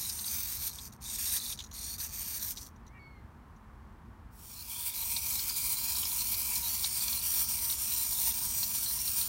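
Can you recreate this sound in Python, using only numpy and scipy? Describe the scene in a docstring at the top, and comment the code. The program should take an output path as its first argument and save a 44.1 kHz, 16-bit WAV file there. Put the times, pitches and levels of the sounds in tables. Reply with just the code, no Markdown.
"""The ratcheting whir of a plastic wind-up figure waddling on concrete, close up and in mono. Gear teeth tick
hundreds of times a second into its hollow shell. It labours in surges, stalls and stops; then the scene changes
and it fades in at a steady stride, side-on and slowly turning. Its feet clack and scuff, and the stalled spring
slips with tiny pings. A distant gull calls once over a town's far rumble."""
import sys
import numpy as np
from scipy import signal
from scipy.fft import rfft, irfft, next_fast_len
from scipy.io import wavfile
from scipy.ndimage import uniform_filter1d, map_coordinates

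SR = 44100
rng = np.random.default_rng(int(sys.argv[2]) if len(sys.argv) > 2 else 0)


def output_pcm(signal):
    """Save a mono or channel-first signal as 16-bit PCM at the path in sys.argv[1].

    Samples are clipped to [-1, 1] before scaling.
    """
    pcm = np.clip(np.atleast_2d(signal).T, -1, 1) * 32767
    wavfile.write(sys.argv[1], SR, np.round(pcm).astype(np.int16))


N = 409248

# The gears break free, gather speed and are braked, one row per surge:
# start_s, brake_s, whir_at_brake_db, climb_db, treble_db
GEAR_SURGES = [(-.05, 0.101, -37.5, 1.5, -1.5), (.07, 0.245, -39.5, 3.5, -1),
               (.226, 0.416, -35.5, 1.5, 3.5), (0.371, .57, -39, -3, 7.5), (0.564, 0.678, -36, 4, 7.5),
               (.663, .874, -48.5, 3, 0), (0.915, .95, -61, -14, -1), (1.002, 1.158, -37.5, 12, -2),
               (1.164, 1.366, -31.5, 6, -1.3), (1.36, 1.525, -37.5, 8.5, -2), (1.531, 1.705, -68, -9, -2.5),
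               (1.726, 1.94, -39.5, 6, -3.5), (1.979, 2.072, -43, -10, 3), (2.04, 2.119, -50.5, -1.5, 2.5),
               (2.105, 2.379, -40, 2, 3.5), (2.386, 2.515, -39, -1, 7), (2.541, 2.629, -49, 2.5, -1.4),
               (2.634, 2.671, -52, .5, -2.5)]
# Knocks of the feet and leg linkage: time_s, level_db, ring_hz
FOOT_KNOCKS = [(0.0956, -30.5, 4740), (0.19, -33.5, 4100), (0.2427, -33, 3950), (0.2782, -31.5, 4730),
               (0.786, -35, 3750), (1.3654, -30, 3800), (1.525, -31.5, 3660), (1.5894, -32.5, 3660),
               (1.604, -34.5, 3420), (1.9999, -34, 4400), (2.572, -35, 3870), (5.024, -36, 3900),
               (5.1641, -24, 4070), (5.3532, -33, 4150), (5.3915, -27, 4220), (5.4943, -27.5, 4670),
               (5.954, -31, 4390), (6.03, -30.5, 3253), (6.0524, -26.5, 5240), (6.2079, -30.5, 4390),
               (6.3418, -29, 4390), (6.5571, -28, 4180), (6.8421, -20.5, 4014), (7.0803, -27, 4430),
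               (7.1288, -27, 4150), (7.6975, -28, 4045), (7.7239, -29.5, 4096), (8.6305, -24.5, 4380),
               (8.8601, -31, 4140), (9.0762, -28.5, 4150), (9.213, -26.5, 4050)]
WALK_START_S, WALK_FADE_S = 4.3, .95  # the steady walk fades in
CRUISE_DB = -35  # whir at cruising speed


def clockwork(jolt_cavity_db=-1):
    """The gears shake the shell into a high whir, a lower rattle and a hollow hum."""
    t = np.arange(N) / SR
    labour_db, walk_db = np.array([labouring(), walking()]) + .56 * wobble(28)
    whir, rattle = shell(gear_train(np.where(t < WALK_START_S, labour_db, walk_db)))
    cavity = below(rattle, edge_hz=3600)
    fade_in = np.clip((t - WALK_START_S) / WALK_FADE_S, 0, 1)
    whir_gain, rattle_gain, cavity_gain = np.zeros((3, N))
    gaits = (labour_db, -42, .55, -2, 1), (walk_db, -42.5, .36, -3.4, fade_in)
    for whir_db, rattle_cruise_db, swing, cavity_db, fader in gaits:
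        # The rattle swings less than the whir and never tops it; the cavity follows both.
        rattle_db = np.minimum(rattle_cruise_db + swing * (whir_db - CRUISE_DB), whir_db)
        whir_gain += fader * amp(whir_db)
        rattle_gain += fader * amp(rattle_db)
        cavity_gain += fader * amp((whir_db + rattle_db) / 2 + cavity_db)
    jolt = jolts()
    walls = whir_gain * brightened(whir) + np.hypot(rattle_gain, jolt) * (rattle - cavity)
    return walls + np.hypot(cavity_gain, amp(jolt_cavity_db) * jolt) * cavity


def labouring(release_s=.0176, brake_db_per_s=540):
    """Level of the whir in dB while the weak spring moves the gears in surges."""
    t = np.arange(N) / SR
    level = np.full(N, -110.)
    for start, end, db, climb_db, _ in GEAR_SURGES:
        release = 1 - np.exp(-np.maximum(t - start, 0) / release_s)
        to_go = np.clip((end - t) / (end - start), 0, 1)
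        brake_db = brake_db_per_s * np.maximum(t - end, 0)
        level = np.maximum(level, db + 20 * np.log10(release + 1e-9) - climb_db * to_go - brake_db)
    return level


def walking(last_stride_s=.29, check_s=.019):
    """Level of the whir in dB while each stride limps and each landing checks the gears."""
    # Strides of the steady walk: start_s, whir_db, limp_depth, landing_check_db
    strides = [(4.3, -36, .2, 2), (4.655, -34, 1.37, 0.3), (4.93, -35, .1, 3.5), (5.212, -35, .3, 3),
               (5.504, -34, 1.22, 0.3), (5.769, -34.5, 0.39, 2.5), (6.064, -34, .3, 1.4),
               (6.336, -33.5, 1.11, 0), (6.604, -34.5, 0.097, 1.65), (6.902, -34, 0.43, 4),
               (7.194, -31.5, 1.7, 2.5), (7.463, -34, 0.51, 4.5), (7.763, -33.5, 0.81, 3),
               (8.062, -32.5, 1.12, 1), (8.33, -34.5, .7, 5), (8.673, -33.5, .4, 1), (8.985, -34, 1.5, 2.5),
               (9.115, -32.5, 1.3, 0), (9.238, -36.5, 0.49, 0)]
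    # A weak step, then a strong one: stride_fraction, whir_offset_db
    limp = [(0, -2.5), (.12, -2), (.25, .3), (.38, -0.99), (.55, 0.65), (.7, 1.13), (.84, 2.5), (1, -2.5)]
    t = np.arange(N) / SR
    start, db, depth, check_db = np.transpose(strides)
    walked = np.interp(t, np.append(start, start[-1] + last_stride_s), np.arange(len(start) + 1))
    stride = np.minimum(walked.astype(int), len(start) - 1)
    landing = np.minimum(np.round(walked).astype(int), len(start) - 1)
    limp_db = depth[stride] * np.interp(walked - stride, *np.transpose(limp))
    return db[stride] + limp_db - check_db[landing] * np.exp(-((t - start[landing]) / check_s) ** 2)


def gear_train(whir_db, cruise_teeth_per_s=590, doubling_db=9):
    """Two gear meshes tick faster as the whir grows louder."""
    rate = cruise_teeth_per_s * 2 ** ((whir_db - CRUISE_DB) / doubling_db)
    rate = np.maximum(rate, 20) * np.exp(.04 * wobble(60))
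    main = teeth(rate, jitter=.08, scatter_db=1.5, t60=.0098, snap=.22)
    small = teeth(rate * 2.6, jitter=.25, scatter_db=-.5, t60=.0031, snap=.4)
    loose = .54 + rate / 1100  # the loose small gears join in more at speed
    flutter = amp(.75 * wobble(45) + .94 * wobble(170))
    return loose_parts((main + loose * small) / np.hypot(1, loose) * flutter)


def teeth(rate, jitter, scatter_db, t60, snap):
    """Each tooth lands with a snap, chatters for a moment, then slides until the next one."""
    passed = np.cumsum(rate) / SR
    timing, force = rng.standard_normal((int(passed[-1]), 2)).T
    hits = np.searchsorted(passed, np.arange(len(timing)) + jitter * timing).clip(0, N - 1)
    blows = np.bincount(hits, amp(scatter_db * force) / np.sqrt(rate[hits] + 200), N)
    t = np.arange(SR // 30) / SR
    energy = signal.fftconvolve(blows ** 2, amp(-120 * t / t60))[:N]
    chatter, slide = unit(np.sqrt(np.abs(energy))), .33
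    return unit(np.hypot(chatter, slide) * rng.standard_normal(N) + snap * unit(blows))


def loose_parts(drive, depth_db=2.2):
    """Narrow resonances come and go as the loose parts shift against each other."""
    spectrum = signal.stft(drive, nperseg=512)[2]
    patches = rng.standard_normal(spectrum.shape)
    for _ in range(2):
        patches = uniform_filter1d(uniform_filter1d(patches, size=3, axis=0), size=17, axis=1)
    return signal.istft(spectrum * amp(depth_db * unit(patches)), nperseg=512)[1][:N]


def shell(drive, split_hz=7500):
    """The shell colours the ticks by the side it shows: whir above the split, rattle below."""
    # Shell resonances: centre_hz, width_hz, front_db, side_db, half_turned_db
    resonances = [(943, 120, -21, -8, -12), (1160, 1140, -31, -19.5, -22.5),
                  (1930, 2100, -22.5, -47, -22.5), (2376, 336, -18, -7.5, -13),
                  (2760, 350, -24, -17, -16.5), (3220, 680, -26, -12.5, -15),
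                  (3770, 890, -16.5, -15.5, -15.5), (4150, 260, -26, -9.5, -10.5),
                  (4513, 510, -11, -9, -9.5), (5150, 810, -13.5, -7, -9.5), (5770, 850, -8, -6, -3.5),
                  (6320, 590, -8, -13, -15.5), (6770, 350, -9.5, -6, -6), (7170, 270, -11.5, -9, -5.5),
                  (8770, 3200, -19, -5, -19), (8827, 1230, -2.5, -4.5, 3), (9800, 670, -26, -5, -2.5),
                  (11600, 2650, -11, -6.5, -6.5), (12260, 2800, -15.5, -10.5, -6),
                  (12400, 2100, -5, -6.5, -4), (13800, 870, -11.5, -2, 2.5), (15700, 3100, -7, -1, 1.5)]
    # How the figure faces the listener: time_s, front_share, side_share, half_turned_share
    facing = [(2.8, 1, 0, 0), (4.2, 0, 1, 0), (6.7, 0, 1, 0), (7.7, 0, 0, 1)]
    hz = np.fft.rfftfreq(8192, 1 / SR)
    modes = np.array(resonances)
    colours = np.sqrt(amp(modes[:, 2:]).T ** 2 @ bell(hz, modes[:, :1], modes[:, 1:2]) ** 2)
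    whir, rattle = np.zeros((2, N))
    for share, colour in zip(curves(facing), colours):
        ringing = filtered(drive, lambda f: np.interp(f, hz, colour))
        low = below(ringing, split_hz)
        whir += share * unit(ringing - low)
        rattle += share * unit(low)
    return whir, rattle


def brightened(whir, treble_hz=11300):
    """The top treble of the whir is brighter in some surges than in others."""
    start, end, _, _, treble_db = np.transpose(GEAR_SURGES)
    tilt = amp(np.interp(np.arange(N) / SR, (start + end) / 2, treble_db - treble_db.mean(), right=0))
    low = below(whir, treble_hz)
    return (low + tilt * (whir - low)) / np.sqrt((1 + tilt ** 2) / 2)


def jolts(trim_db=-15.5, swell_s=.0074):
    """Envelope of the short rattle that each knock shakes out of the shell."""
    out, t = np.zeros(N), np.arange(SR // 5) / SR
    for s, db, _ in FOOT_KNOCKS:
        add(out, s - swell_s / 2, amp(db + trim_db) * t / swell_s * np.exp(1 - t / swell_s))
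    return out


def feet(trim_db=-5, width_hz=650, grit_db=-21, body_db=-17, bounce_db=6, swell_s=.0021):
    """A foot bounces on concrete: a quick cluster of ringing plastic clacks with grit and body."""
    out, t = np.zeros(N), np.arange(SR // 5) / SR
    envelope = t / swell_s * np.exp(1 - t / swell_s)
    envelope_rms = np.sqrt(np.mean(envelope ** 2))
    for s, db, ring_hz in contacts():
        clack = burst(lambda hz: bell(hz, ring_hz, width_hz)
                      + amp(grit_db) * bell(hz, 6000, 9000)
                      + amp(body_db) * bell(hz, 944, 300))
        bounces = amp(-bounce_db * (t * rng.uniform(180, 320) % 1))  # each starts hard and dies away
        add(out, s, amp(db + trim_db) * envelope_rms * unit(clack * envelope * bounces))
    return out


def contacts(rock_s=.011, rock_db=-10, taps_per_s=7, tap_db=-37, tap_hz=4200):
    """A foot knocks, rocks and touches again; the slack linkage taps at random in the steady walk."""
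    knocks = np.array(FOOT_KNOCKS)
    touches = knocks + [rock_s, rock_db, 0] + rng.standard_normal(knocks.shape) * [rock_s / 4, 2, 250]
    steady_s = WALK_START_S + WALK_FADE_S
    count = int(taps_per_s * (N / SR - steady_s))
    taps = [steady_s, tap_db, tap_hz] + rng.standard_normal((count, 3)) * [.5 / taps_per_s, 2, 550]
    taps[:, 0] += np.arange(count) / taps_per_s
    return np.vstack([knocks, touches, taps])


def soles(trim_db=-5, grit_db=3.5, width_hz=280, edge_s=.022):
    """The soles stick and slip on grit; their ring glides as the weight rolls from foot to foot."""
    # A sole sliding on concrete: start_s, length_s, first_ring_hz, last_ring_hz, level_db
    scuffs = [(0, 0.12, 3950, 3930, -44), (0.559, 0.17, 4310, 4200, -46.5), (1.029, 0.19, 3720, 3780, -48),
              (1.246, 0.16, 3830, 3900, -41.5), (1.375, 0.13, 4160, 4340, -44),
              (1.408, .12, 3720, 3700, -44), (1.733, .24, 4224, 4530, -46.5), (1.99, .39, 4520, 4556, -55),
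              (4.533, .1, 4130, 4310, -47), (4.692, 0.26, 3260, 3600, -48),
              (4.935, 0.11, 4100, 4060, -44.5), (5.298, 0.14, 4130, 4100, -43.5),
              (5.477, 0.21, 4920, 4630, -43), (5.711, 0.23, 4086, 4413, -44),
              (6.17, .13, 4136, 4380, -41.5), (6.622, 0.074, 4014, 4020, -38.5),
              (6.944, 0.26, 4630, 4230, -40.5), (7.177, 0.12, 4535, 4550, -45),
              (7.87, 0.19, 3893, 4170, -42.5), (8.14, 0.2, 3723, 3574, -44.5),
              (8.558, 0.096, 4300, 4320, -47), (8.85, 0.075, 4165, 4100, -39)]
    out, t = np.zeros(N), np.arange(N) / SR
    friction = unit((wobble(2 * width_hz) + 1j * wobble(2 * width_hz)) * amp(grit_db * wobble(200)))
    for start, length, first_hz, last_hz, db in scuffs:
        sliding = (t >= start) & (t < start + length)
        age = t[sliding] - start
        weight = np.sqrt(np.clip(np.minimum(age, length - age) / edge_s, 0, 1))
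        phase = 2 * np.pi * np.cumsum(first_hz + (last_hz - first_hz) * age / length) / SR
        ring = unit(np.real(friction[sliding] * np.exp(1j * phase)))
        out[sliding] += amp(db + trim_db) * weight * ring
    return out


def spring(trim_db=-7, t60=.0452, attack_s=.001):
    """Coils of the stalled steel spring slip with a tiny gritty ping."""
    # Slips of the coils: time_s, level_db
    slips = [(0.9231, -41.5), (1.5515, -50), (1.5741, -36.5), (1.5988, -33), (1.6207, -37), (1.6384, -30.5),
             (1.6605, -40), (1.712, -35.5), (1.7258, -41), (2.761, -54), (2.8653, -48.5), (2.8775, -49.5),
             (3.5627, -55)]
    # Spring resonances: centre_hz, width_hz, level_db
    modes = [(3970, 530, 4), (5900, 290, 8), (6650, 190, 10), (7100, 230, -15), (6013, 30000, -13)]
    out, t = np.zeros(N), np.arange(SR // 5) / SR
    envelope = amp(-60 * t / t60) * (1 - np.exp(-t / attack_s))
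    for s, db in slips:
        ping = burst(lambda hz: sum(amp(level + 2 * rng.standard_normal()) * bell(hz, centre, width)
                                    for centre, width, level in modes))
        add(out, s, amp(db + trim_db) * ping * envelope)
    return out


def gull(octave_db=-13, fifth_db=-29, crack_hz=440, upper_side_db=-9, echo_db=-12, echo_t60=.5):
    """A far cry rises, cracks into side tones, then holds a clean falling note; walls smear it."""
    # Contour of the call: time_s, pitch_hz, level_db, roughness (0-1)
    call = [(2.86, 1950, -88, .16), (2.9, 2090, -69, .16), (2.94, 2330, -68, .16), (2.955, 2330, -59.5, 1),
            (2.98, 2310, -60, 1), (2.995, 2227, -57.5, 0.03), (3.05, 2210, -56, 0), (3.13, 2180, -66, 0),
            (3.19, 2080, -66, 0), (3.23, 2030, -85, 0)]
    pitch, db, rough = curves(call)
    phase = 2 * np.pi * np.cumsum(pitch * (1 + .0022 * wobble(90))) / SR + .65 * rough * wobble(250)
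    crack = 2 * np.pi * crack_hz * np.arange(N) / SR + wobble(120)
    sides = np.sin(phase - crack) + amp(upper_side_db) * np.sin(phase + crack)
    overtones = amp(octave_db) * np.sin(2 * phase) + amp(fifth_db) * np.sin(1.5 * phase)
    clean = np.clip(1 - 8 * rough, 0, 1)
    cry = unit(np.sin(phase) + rough * sides + clean * overtones)
    cry *= amp(db) * during(call) / np.hypot(1, rough)
    t = np.arange(SR // 2) / SR
    tail = rng.standard_normal(len(t)) * amp(-60 * t / echo_t60)
    return cry + amp(echo_db) * signal.fftconvolve(cry, tail / np.linalg.norm(tail))[:N]


def town(level_db=-51, dip_s=4.76, dip_width_s=.36, dip_db=-4):
    """Far traffic: rumble, engine drone and the hush of tyres. The level dips briefly."""
    # Spectrum of the rumble: frequency_hz, relative_db
    spectrum = [(15, -45), (25, -6.5), (69, 1.5), (133, -9.5), (178, -13.5), (221, -10), (253, -16),
                (281, -17.5), (567, -27), (1110, -20.5), (2630, -39.5), (4870, -46.5), (5880, -47),
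                (6380, -49), (15500, -51.5)]
    # Narrow bands of traffic noise: centre_hz, width_hz, relative_db
    bands = [(227.7, 14, -17), (914, 250, -18.5), (1680, 900, -24)]
    points_hz, points_db = np.transpose(spectrum)
    rumble = noise(lambda hz: amp(np.interp(np.log(hz + 1), np.log(points_hz), points_db)))
    hums = sum(amp(db) * noise(lambda hz: bell(hz, centre, width)) for centre, width, db in bands)
    dip = np.exp(-((np.arange(N) / SR - dip_s) / dip_width_s) ** 2)
    return amp(level_db + dip_db * dip) * (rumble + hums)


def amp(db):
    """Decibels to gain."""
    return 10 ** (np.asarray(db) / 20)


def unit(x):
    """Scale to rms 1."""
    return x / np.sqrt(np.mean(np.abs(x) ** 2) + 1e-20)


def curves(rows):
    """One value per sample for each column after the time."""
    s, *columns = np.transpose(rows)
    return [np.interp(np.arange(N) / SR, s, column) for column in columns]


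def during(rows):
    """A soft-edged gate, open while a table lasts."""
    t = np.arange(N) / SR
    return uniform_filter1d(1. * ((t >= rows[0][0] - .02) & (t <= rows[-1][0])), size=300)


def wobble(rate):
    """A smooth random curve, rate knots a second."""
    return map_coordinates(rng.standard_normal(int(N * rate / SR) + 4), [np.arange(N) * rate / SR])


def bell(hz, centre, width):
    """Gain of a resonance with steep skirts."""
    return 1 / (1 + ((hz * hz - centre * centre) / ((hz + 1) * width)) ** 2)


def filtered(x, gain):
    """Minimum-phase EQ with this gain against frequency."""
    size = 2 * next_fast_len(N // 2 + 4096)
    cepstrum = irfft(np.log(np.maximum(gain(np.fft.rfftfreq(size, 1 / SR)), 1e-6)), size)
    cepstrum[1:size // 2] *= 2
    cepstrum[size // 2 + 1:] = 0
    return irfft(rfft(x, size) * np.exp(rfft(cepstrum)), size)[:N]


def below(x, edge_hz):
    """Steep zero-phase low-pass."""
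    return signal.sosfiltfilt(signal.butter(6, edge_hz, fs=SR, output="sos"), x)


def noise(colour):
    """A full-length bed of coloured noise, rms 1."""
    return unit(filtered(rng.standard_normal(N), colour))


def burst(colour):
    """A fifth of a second of coloured noise, rms 1."""
    size = SR // 5
    return unit(irfft(rfft(rng.standard_normal(size)) * colour(np.fft.rfftfreq(size, 1 / SR)), size))


def add(track, s, sound):
    """Mix a sound in at s seconds."""
    i = max(round(s * SR), 0)
    track[i:i + len(sound)] += sound[:max(N - i, 0)]


def scene():
    """The figure up close, gull and town behind it, alike in both ears."""
    mono = clockwork() + soles() + feet() + spring() + gull() + town()
    return np.array([mono, mono])


def record(dry, low_cut_hz=37, high_cut_hz=15850):
    """Steep filters cut the deepest rumble and the very top of the treble."""
    size = next_fast_len(N + 8192)
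    hz = np.fft.rfftfreq(size, 1 / SR)
    low_cut = 1 / np.sqrt(1 + (low_cut_hz / (hz + 1)) ** 10)
    high_cut = .5 - .5 * np.tanh((hz - high_cut_hz) / 50)
    return irfft(rfft(dry, size) * low_cut * high_cut, size)[:, :N]


dry = scene()
out = record(dry)
output_pcm(out)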